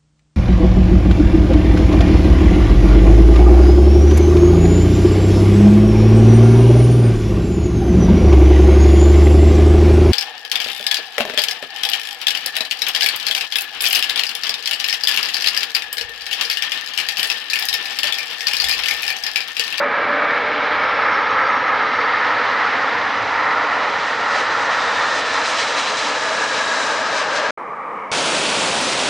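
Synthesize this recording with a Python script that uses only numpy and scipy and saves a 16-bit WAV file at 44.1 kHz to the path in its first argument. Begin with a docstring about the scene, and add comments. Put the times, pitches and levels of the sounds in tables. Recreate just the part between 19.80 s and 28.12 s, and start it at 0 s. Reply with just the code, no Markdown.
"""Landing roll with thrust reversers, and a distant approach

An airliner rolls past on a runway with its reversers open, heard from the grass beside it. Shaped noise makes
the roar of the turned exhaust and the hiss of the reverser vanes, which brightens as they come abeam. Carriers
blurred by random modulation make the fan and turbine tones; a Doppler shift lowers the blade tone.
After a short silence a second, distant jet on approach sounds as duller noise with faint fan tones."""
import sys
import numpy as np
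from scipy import signal
from scipy.fft import next_fast_len
from scipy.io import wavfile
from scipy.ndimage import uniform_filter1d

SR = 44100
rng = np.random.default_rng(int(sys.argv[2]) if len(sys.argv) > 2 else 0)


def int16_out(signal):
    """Quantize to a 16-bit WAV file."""
    q = np.round(np.clip(np.atleast_2d(signal).T, -1, 1) * 32767)
    wavfile.write(sys.argv[1], SR, q.astype(np.int16))


N = 366735  # samples
ROLL_END_S, APPROACH_START_S = 7.708, 7.775
FRAME, HOP = 1024, 256  # samples per spectral frame and between frames
TIME = np.arange(N) / SR
FRAME_S = np.arange(N // HOP + 2) * HOP / SR
BIN_HZ = np.maximum(np.fft.rfftfreq(FRAME, 1 / SR), 1)[:, None]


def undb(db):
    """Amplitude ratio: 20 dB is a factor of ten in gain."""
    return 10 ** (np.asarray(db) / 20)


def curves(table, at):
    """Linear interpolation: every column after the first, at the given times."""
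    seconds, *columns = np.transpose(table)
    return [np.interp(at, seconds, column) for column in columns]


def colour(points, hz=BIN_HZ):
    """Spectral envelope: levels in dB joined by straight lines over log frequency."""
    point_hz, db = np.transpose(points)
    return np.interp(np.log(hz), np.log(point_hz), db)


def swell(at, peak, width):
    """Gaussian bump of unit height over time or frequency, above half height for the given width."""
    return np.exp2(-(2 * (at - peak) / width) ** 2)


def wander(rate_hz, size=N):
    """Band-limited randomness: complex Gaussian noise of unit power, spanning the whole scene."""
    hz = np.fft.fftfreq(next_fast_len(size), N / SR / size)
    spectrum = rng.standard_normal(len(hz)) + 1j * rng.standard_normal(len(hz))
    smooth = np.fft.ifft(spectrum * np.exp(-(hz / rate_hz) ** 2 / 2))[:size]
    return smooth / np.std(smooth)


def frame_flutter(rate_hz):
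    """Slow random modulation: a real fluctuation of about unit rms, one value per frame."""
    return np.sqrt(2) * wander(rate_hz, len(FRAME_S)).real


def eddies(rate_hz, count):
    """Local turbulence: count frequency regions flutter in level independently, each blending into the next."""
    place = np.sqrt(BIN_HZ / BIN_HZ.max()) * (count - 1)
    share = np.exp(-(place - np.arange(count)) ** 2)
    share /= np.linalg.norm(share, axis=1, keepdims=True)
    return share @ np.array([frame_flutter(rate_hz) for _ in range(count)])


def turbulence(shape_db, level_db, flutter_db=0):
    """Flow noise: white noise under a moving spectrum, widest in stereo in the lowest bass and the treble."""
    # Each row: frequency in Hz, level of the side signal relative to the mid in dB
    side_width = [(30, -2), (60, -14), (110, -13), (190, -17.5), (340, -35), (610, -22.5), (1090, -19),
                  (1950, -18.5), (3480, -17.5), (6210, -13.5), (11100, -12)]
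    gain = undb(shape_db)
    # the shape sets the colour alone; the level sets the strength
    gain = gain / np.sqrt(np.mean(gain ** 2, axis=0)) * undb(level_db + flutter_db)
    white = rng.standard_normal((2, (len(FRAME_S) - 1) * HOP))
    mid, side = signal.stft(white, nperseg=FRAME, noverlap=FRAME - HOP)[2] * gain
    side = side * undb(colour(side_width))
    left_right = np.array([mid + side, mid - side])
    return signal.istft(left_right, nperseg=FRAME, noverlap=FRAME - HOP)[1][:, :N]


def scattered(hz, width_hz, clear=0):
    """Scattering: turbulent air spreads a pure tone into a narrow hump, all but its clear share of power."""
    steady_flickers = 12  # the haze power is evened out over this many inverse widths
    carrier = np.exp(2j * np.pi * np.cumsum(hz) / SR)
    clear = np.clip(clear, 0, 1)
    haze = wander(width_hz / 2)
    haze_power = uniform_filter1d(np.abs(haze) ** 2, size=int(steady_flickers * SR / width_hz))
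    haze = haze / np.sqrt(haze_power)
    return np.sqrt(2) * (carrier * (np.sqrt(clear) + np.sqrt(1 - clear) * haze)).real


def tone(table, width_hz, gain_db=0, clear=0):
    """Narrow-band source: a scattered tone on pitch and level curves, decaying outside the table's times."""
    hz, db = curves(table, TIME)
    outside_s = np.maximum(np.maximum(table[0][0] - TIME, TIME - table[-1][0]), 0)
    return scattered(hz, width_hz, clear) * undb(db + gain_db) * np.exp(-outside_s / 0.085)


def gusts_db(at):
    """Amplitude modulation by wind: gusts lift or thin the roar and the fan tones together."""
    # Each row: time of the peak in seconds, length in seconds, change in dB
    gusts = [(.5, .12, 1), (.74, .2, -2.3), (1.15, .05, -1), (1.29, .08, 1.2), (1.45, .05, -1.4),
             (1.595, .08, 1.8), (1.725, .07, 1.7), (1.91, .08, 1), (2.11, .06, -.9), (2.48, .08, 1),
             (3.43, .1, -1.5), (3.68, .16, 1), (3.925, .07, 1.6), (4.37, .085, -1.3), (4.47, .07, 1.6),
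             (4.575, .08, 2), (4.98, .1, .9), (5.23, .06, 1), (5.44, .06, -1.5), (5.582, .08, 1.2),
             (6.61, .06, 1.2), (6.69, .06, -2), (6.97, .14, 1.6), (7.18, .05, -1.2)]
    return sum(change_db * swell(at, peak_s, length_s) for peak_s, length_s, change_db in gusts)


def grass_db():
    """Ground interference: the reflection from the grass cancels a band that slides down as its path changes."""
    # Each row: time in seconds, centre in Hz, change at the centre in dB
    ground_dip = [(.5, 690, 0), (1.5, 670, -4.5), (2.7, 640, -2), (3.2, 588, -5), (4, 550, 0)]
    hz, depth_db = curves(ground_dip, FRAME_S)
    return depth_db * swell(BIN_HZ, hz, 100)  # width in Hz


def roar_colour():
    """Spectral envelope of the roar: an upper edge sinks as the engines pass, and a trough drifts through."""
    # Each row: frequency in Hz, relative level per Hz in dB, before the edge and the trough
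    roar_spectrum = [(350, -35), (600, -10), (800, 0.5), (950, 2), (1100, 1), (1400, 2.5), (1750, 0.5),
                     (2050, -1.5), (4000, -9), (7000, -8.5)]
    # Each row: time in seconds, upper edge in Hz
    roar_edge = [(0, 2130), (2.5, 2090), (4.5, 1960), (5.5, 1900), (7.7, 1790)]
    # Each row: time in seconds, centre of the trough in Hz, change at the centre in dB
    trough = [(0, 1470, 1.5), (1.6, 1475, -5), (3, 1574, -1), (3.7, 1590, -7), (5, 1600, -3),
              (6, 1520, -2.5), (7.7, 1380, -3.5)]
    edge_hz, = curves(roar_edge, FRAME_S)
    trough_hz, trough_db = curves(trough, FRAME_S)
    octaves_above = np.maximum(np.log2(BIN_HZ / edge_hz), 0)
    slope_db = 32 * octaves_above  # dB per octave
    return colour(roar_spectrum) - slope_db + trough_db * swell(BIN_HZ, trough_hz, 170)  # width in Hz


def exhaust():
    """Jet noise: large eddies rumble, small ones roar, the vanes hiss in surges; moving air makes all flutter."""
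    # Each row: time in seconds, level of the roar in dB, before its offset and the gusts
    roar_levels = [(0, -22.5), (0.48, -22.5), (1.0, -20.5), (1.7, -21), (2.25, -21.5), (2.85, -20),
                   (3.25, -21), (3.7, -19.5), (4.2, -22.3), (5, -21.5), (5.7, -23.5), (6.4, -25),
                   (7.3, -24), (7.7, -23.5)]
    # Each row: time in seconds, level of the rumble in dB, before its offset
    rumble_levels = [(0, -29.5), (0.3, -30), (1.4, -31.5), (3.1, -32.5), (4.6, -32.5), (5.1, -32),
                     (5.9, -33), (7.3, -30.5), (7.7, -31)]
    # Each row: time in seconds, level of the hiss in dB before its offset, brightness in dB;
    # both before the surges
    vanes = [(0, -36.5, -26), (0.8, -30.5, -25), (1.85, -34, -22.5), (2.6, -31, -20), (3.8, -33, -17),
             (4.35, -31.5, -14), (5.85, -28, -8), (6.45, -29, -7.5), (7, -29.5, -6), (7.7, -31.5, -11)]
    # The hiss surges and drops away as the reversers come abeam and pass.
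    # Each row: time of the peak in seconds, length in seconds, rise in dB, brightening in dB
    surges = [(4.28, .08, 1, 1.5), (4.38, .06, -1.3, 0), (4.58, .11, 2, 2.4), (4.675, .04, -1, -2),
              (4.89, .04, -1.5, -1.5), (5.385, .06, 1.5, 2), (5.435, .035, -.5, -2.2),
              (5.62, .03, -1.5, -1.5), (5.68, .055, 2.2, 2), (5.8, .055, 4.8, -.5), (5.94, .035, -1, -2),
              (5.99, .03, 4.5, 0), (6.085, .04, 3, -1.5), (6.135, .035, -1.5, 0), (6.195, .04, 4, -.5),
              (6.27, .06, 2, 0), (6.38, .08, -1, -1), (6.78, .08, 2, -1.5), (7.04, .05, 1.5, 0),
              (7.23, .16, -.5, -1.3), (7.38, .075, 4.5, .8), (7.48, .05, -1, -.5), (7.56, .055, 4.2, 2)]
    # Each row: frequency in Hz, relative level per Hz in dB; the grass dip is added to the rumble
    rumble_spectrum = [(25, -34.5), (48, -43.5), (70, -32.5), (110, -19), (165, -14.5), (230, -12),
                       (285, -1.5), (350, -10.5), (450, 1), (580, 1), (700, -5.5), (1000, -16.5),
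                       (2000, -64)]
    # Each row: frequency in Hz, relative level per Hz in dB, before the treble tilt
    hiss_spectrum = [(1200, -25), (2200, 3.5), (3050, 0.5), (3600, -1.5), (4100, 1.15), (5000, -2),
                     (6000, -4.5), (7000, -8), (8500, -14.5), (10000, -25), (11300, -42.5), (12500, -53)]
    roar_offset_db, rumble_offset_db, hiss_offset_db = 1.5, 2.5, 3.5

    roar_db, = curves(roar_levels, FRAME_S)
    rumble_db, = curves(rumble_levels, FRAME_S)
    hiss_db, bright_db = curves(vanes, FRAME_S)
    for peak_s, length_s, rise_db, brightening_db in surges:
        surge = swell(FRAME_S, peak_s, length_s)
        hiss_db = hiss_db + rise_db * surge
        bright_db = bright_db + brightening_db * surge

    # small eddies on the way shake the whole exhaust, by 0.24 dB rms at about 13 Hz
    shake_db = 0.24 * frame_flutter(13)
    rumble_db = rumble_db + rumble_offset_db + shake_db
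    rumble = turbulence(colour(rumble_spectrum) + grass_db(), rumble_db, 0.72 * eddies(23, count=30))
    roar_db = roar_db + roar_offset_db + gusts_db(FRAME_S) + shake_db
    roar = turbulence(roar_colour() + grass_db(), roar_db, 0.54 * eddies(8.2, count=28))
    # air soaks up the treble while the engines are far off and face the listener
    treble_tilt_db = np.clip((BIN_HZ - 3800) / 2900, -.1, 2.4) * (bright_db + 7.0)
    hiss_db = hiss_db + hiss_offset_db + 0.11 * bright_db + shake_db
    hiss = turbulence(colour(hiss_spectrum) + treble_tilt_db, hiss_db, 0.65 * eddies(20, count=12))
    return rumble + roar + hiss


def wheels():
    """Rolling noise: the heavy gear drones on the runway as a narrow hump of noise, and booms now and then."""
    # Each row: time in seconds, pitch in Hz, level in dB before the booms
    drone = [(0, 105, -56), (.5, 105, -55.5), (1.1, 96, -51), (2, 103, -51.5), (3.4, 106, -51),
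             (4.2, 100, -54), (5.2, 97, -50.5), (5.8, 97, -56.5), (7.7, 95, -60)]
    # The strongest boom comes as the nose wheels come down.
    # Each row: time of the peak in seconds, length in seconds, rise in dB
    booms = [(1.16, 0.18, 3), (1.56, .12, 3), (2.54, .12, 4), (3.42, .15, 7)]
    booms_db = sum(rise_db * swell(TIME, peak_s, length_s) for peak_s, length_s, rise_db in booms)
    return tone(drone, 42, gain_db=booms_db)


def doppler():
    """Doppler effect: the pitch ratio of a source on a straight path depends on its speed towards the listener."""
    speed_m_s, nearest_m, abeam_s, sound_m_s = 55, 110, 5.58, 343
    along_m = speed_m_s * (TIME - abeam_s)
    receding = along_m / np.hypot(along_m, nearest_m)
    return 1 / (1 + speed_m_s / sound_m_s * receding)


def blades():
    """Blade-passing tones and duct resonance: scattered humps, of which the blade tone is Doppler-shifted."""
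    # Lobes of the blade tone sweep over the listener.
    # Each row: time of the peak in seconds, length in seconds, rise in dB
    blade_lobes = [(2.3, 0.89, 8.5), (3.85, 0.3, 6), (5.3, 0.65, 8.5), (6.616, 0.085, 3.5), (6.85, 1, 13),
                   (7.651, 0.4, 8.5)]
    # Broad fan tone. Each row: time in seconds, pitch in Hz, level in dB before the gusts
    fan_curve = [(0, 1243, -27), (.75, 1278, -27.5), (1.3, 1284, -24), (1.75, 1287, -22.5),
                 (2.2, 1284, -24.5), (2.8, 1290, -27), (3.25, 1307, -35), (3.7, 1332, -28),
                 (4.2, 1339, -31), (5, 1331, -29), (6.1, 1250, -32), (7.7, 1225, -36)]
    # Low fan tone. Each row: time in seconds, pitch in Hz, level in dB before the gusts
    low_fan_curve = [(4.6, 955, -37.5), (5.3, 915, -37), (6.3, 930, -31), (7.7, 913, -36)]
    # Howl of the fan duct. Each row: time in seconds, centre in Hz, level in dB before the gusts
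    howl_curve = [(0, 1640, -29.5), (.5, 1718, -26), (.7, 1688, -30), (1.7, 1640, -29.5), (2.3, 1800, -27),
                  (3.3, 1805, -33.5), (4.5, 1805, -32.5), (5.3, 1805, -29.5), (5.9, 1755, -34.5),
                  (6.3, 1700, -35)]
    # Buzz-saw tone of the fan while the intakes face the listener.
    # Each row: time in seconds, pitch in Hz, level in dB
    early_buzz = [(0, 572, -21), (.05, 573, -22), (.11, 574, -35), (.23, 577, -35), (.32, 583, -24.5),
                  (.41, 596, -29), (.56, 592, -32), (.66, 597, -27.5), (.78, 600, -35), (.97, 608, -30.5),
                  (1.3, 600, -43)]
    # Faint buzz about an octave under it. Each row: time in seconds, pitch in Hz, level in dB
    low_buzz = [(.2, 286.3, -57), (.35, 292, -38), (.7, 294.6, -42), (1.1, 301, -50)]
    # The buzz returns as the engines pass. Each row: time in seconds, pitch in Hz, level in dB
    late_buzz = [(5, 660, -39), (5.8, 630, -35.5), (6.2, 645, -39), (6.52, 646, -30), (6.66, 645, -38),
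                 (6.83, 642, -33), (7.1, 634, -34), (7.3, 626, -31), (7.42, 618, -35), (7.55, 612, -29.5),
                 (7.7, 612, -33)]
    # Broad whine from the intakes. Each row: time in seconds, pitch in Hz, level in dB
    early_whine = [(0, 2285, -34), (.5, 2250, -30), (1, 2226, -32), (1.5, 2193, -35)]
    # Higher whine as the engines pass. Each row: time in seconds, pitch in Hz, level in dB before its gain
    late_whine = [(5.2, 4210, -41), (5.9, 3985, -34), (6.4, 3974, -37), (7, 3884, -33), (7.3, 3900, -46)]
    # Broad whistle from the open reversers as they come abeam.
    # Each row: time in seconds, pitch in Hz, level in dB
    vane_whistle = [(4.6, 3770, -58), (5.05, 3640, -34.5), (5.6, 3482, -40), (6.3, 3270, -38)]
    blade_rest_hz, between_lobes_db = 1793, -40.5

    gust_db = gusts_db(TIME)
    lobes_db = sum(rise_db * swell(TIME, peak_s, length_s) for peak_s, length_s, rise_db in blade_lobes)
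    passing = scattered(blade_rest_hz * doppler(), 125) * undb(between_lobes_db + lobes_db)
    fan = tone(fan_curve, 170, gain_db=1.4 * gust_db)  # gusts move it more than the roar
    duct = tone(low_fan_curve, 140) + tone(howl_curve, 210)
    buzz = tone(early_buzz, 47, clear=.9) + tone(low_buzz, 30) + tone(late_buzz, 65, clear=.2)
    whine = tone(early_whine, 180) + tone(late_whine, 300, gain_db=-1.0) + tone(vane_whistle, 380)
    return (passing + duct) * undb(gust_db) + fan + buzz + whine


def turbine():
    """Directivity: three stages on one shaft whistle as their beams pass; hot, moving air makes them shimmer."""
    # The turbine spools up, then sinks. Each row: time in seconds, middle stage pitch in Hz before the waver
    shaft_curve = [(0, 4540), (.5, 4850), (.9, 5100), (1.15, 5310), (1.5, 5490), (1.8, 5515), (2.2, 5400),
                   (2.6, 5290), (3.1, 5240), (3.7, 5000), (4.1, 4920)]
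    # Blade counts of the front, middle and rear stages, relative to the middle one
    stage_ratios = [1.147, 1, .85]
    # Each stage whistles when its beam meets the listener. Each row: time of the peak in seconds,
    # length in seconds, stage 0 to 2, level in dB before the shimmer
    whistles = [(1.35, .25, 0, -58), (1.72, .4, 0, -55.5), (2.15, .25, 0, -58.5), (3.35, .22, 0, -51.5),
                (.2, .25, 1, -56), (1.12, .28, 1, -46.5), (1.33, .1, 1, -48), (1.68, .5, 1, -49.5),
                (2.18, .2, 1, -49.5), (2.42, .16, 1, -49.5), (2.8, .5, 1, -52), (3.6, .4, 1, -52),
                (1.55, .5, 2, -49), (2.22, .5, 2, -45), (2.85, .5, 2, -47)]
    shimmer_hz = 16
    # the real part of wander has an rms of 0.71, which scales both the waver and the shimmer
    waver_scale, shimmer_scale_db = .0018, 2.
    hz, = curves(shaft_curve, TIME)
    hz = hz * (1 + waver_scale * wander(shimmer_hz).real)
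    out = 0
    for k, ratio in enumerate(stage_ratios):
        beam = sum(swell(TIME, peak_s, length_s) * undb(db)
                   for peak_s, length_s, stage, db in whistles if stage == k)
        shimmer = undb(shimmer_scale_db * wander(shimmer_hz).real)
        out = out + scattered(hz * ratio, 60, clear=.45) * beam * shimmer
    return out


def distant_jet():
    """Far-field jet noise: a dull roar of shaped noise with scattered fan tones and intake hiss."""
    # Each row: time in seconds, level of the roar in dB, before its offset
    approach_levels = [(7.77, -26.5), (7.85, -28), (8.05, -28), (8.16, -26.5), (8.32, -28.5)]
    # Each row: frequency in Hz, relative level per Hz in dB
    far_spectrum = [(30, -20), (75, -42), (150, -9.5), (340, -6.5), (450, 3), (690, -4.5), (850, 1),
                    (1220, 5.5), (1420, -9.5), (2250, -7.5), (2700, -26), (3600, -34.5), (8000, -46),
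                    (15000, -57)]
    # Fan tone. Each row: time in seconds, pitch in Hz, level in dB
    far_fan = [(7.77, 1140, -51), (8.03, 1207, -31), (8.32, 1132, -46)]
    # Whine. Each row: time in seconds, pitch in Hz, level in dB
    far_whine = [(7.77, 2345, -55), (8.05, 2280, -52), (8.22, 2230, -42.5), (8.32, 2210, -43)]
    # Intake hiss, louder towards the end. Each row: time in seconds, centre in Hz, level in dB
    far_hiss = [(7.77, 2930, -61), (8.05, 2930, -69), (8.2, 2870, -55), (8.32, 2884, -58)]
    level_db, = curves(approach_levels, FRAME_S)
    roar = turbulence(colour(far_spectrum), level_db - 0.5, .7 * eddies(7, count=28))
    return roar + tone(far_fan, 200) + tone(far_whine, 150) + tone(far_hiss, 420)


def scene():
    """Level-difference panning: the roll-out crosses from right to left; then the next jet approaches."""
    # Each row: time in seconds, left minus right level in dB; the wheels stay central
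    bearing = [(0, -.5), (4.1, -1), (6, 0), (7.7, 2)]
    pan_db, = curves(bearing, TIME)
    pan = undb(np.array([pan_db, -pan_db]) / 2)
    near = (exhaust() + blades() + turbine()) * pan + wheels()
    return np.where(TIME < ROLL_END_S, near, distant_jet())


def record(dry):
    """Linear filtering and gating: two narrow dips, a silence between the jets, a short fade-in, a cut top."""
    # Each row: centre in Hz, width in Hz, change at the centre in dB
    dips = [(383, 36, -15), (4360, 220, -6)]
    for hz, width_hz, depth_db in dips:
        band = signal.lfilter(*signal.iirpeak(hz, hz / width_hz, fs=SR), dry)
        dry = dry - (1 - undb(depth_db)) * band
    sounding = 1. * ((TIME < ROLL_END_S) | (TIME > APPROACH_START_S))
    sounding = uniform_filter1d(sounding, size=96)  # soft edges
    fade_in = np.minimum(TIME / .002, 1)
    low_pass = signal.ellip(8, .2, 70, 11700, fs=SR, output="sos")  # ripple dB, stopband dB, edge Hz
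    return signal.sosfilt(low_pass, dry * sounding * fade_in)


dry = scene()
out = record(dry)
int16_out(out)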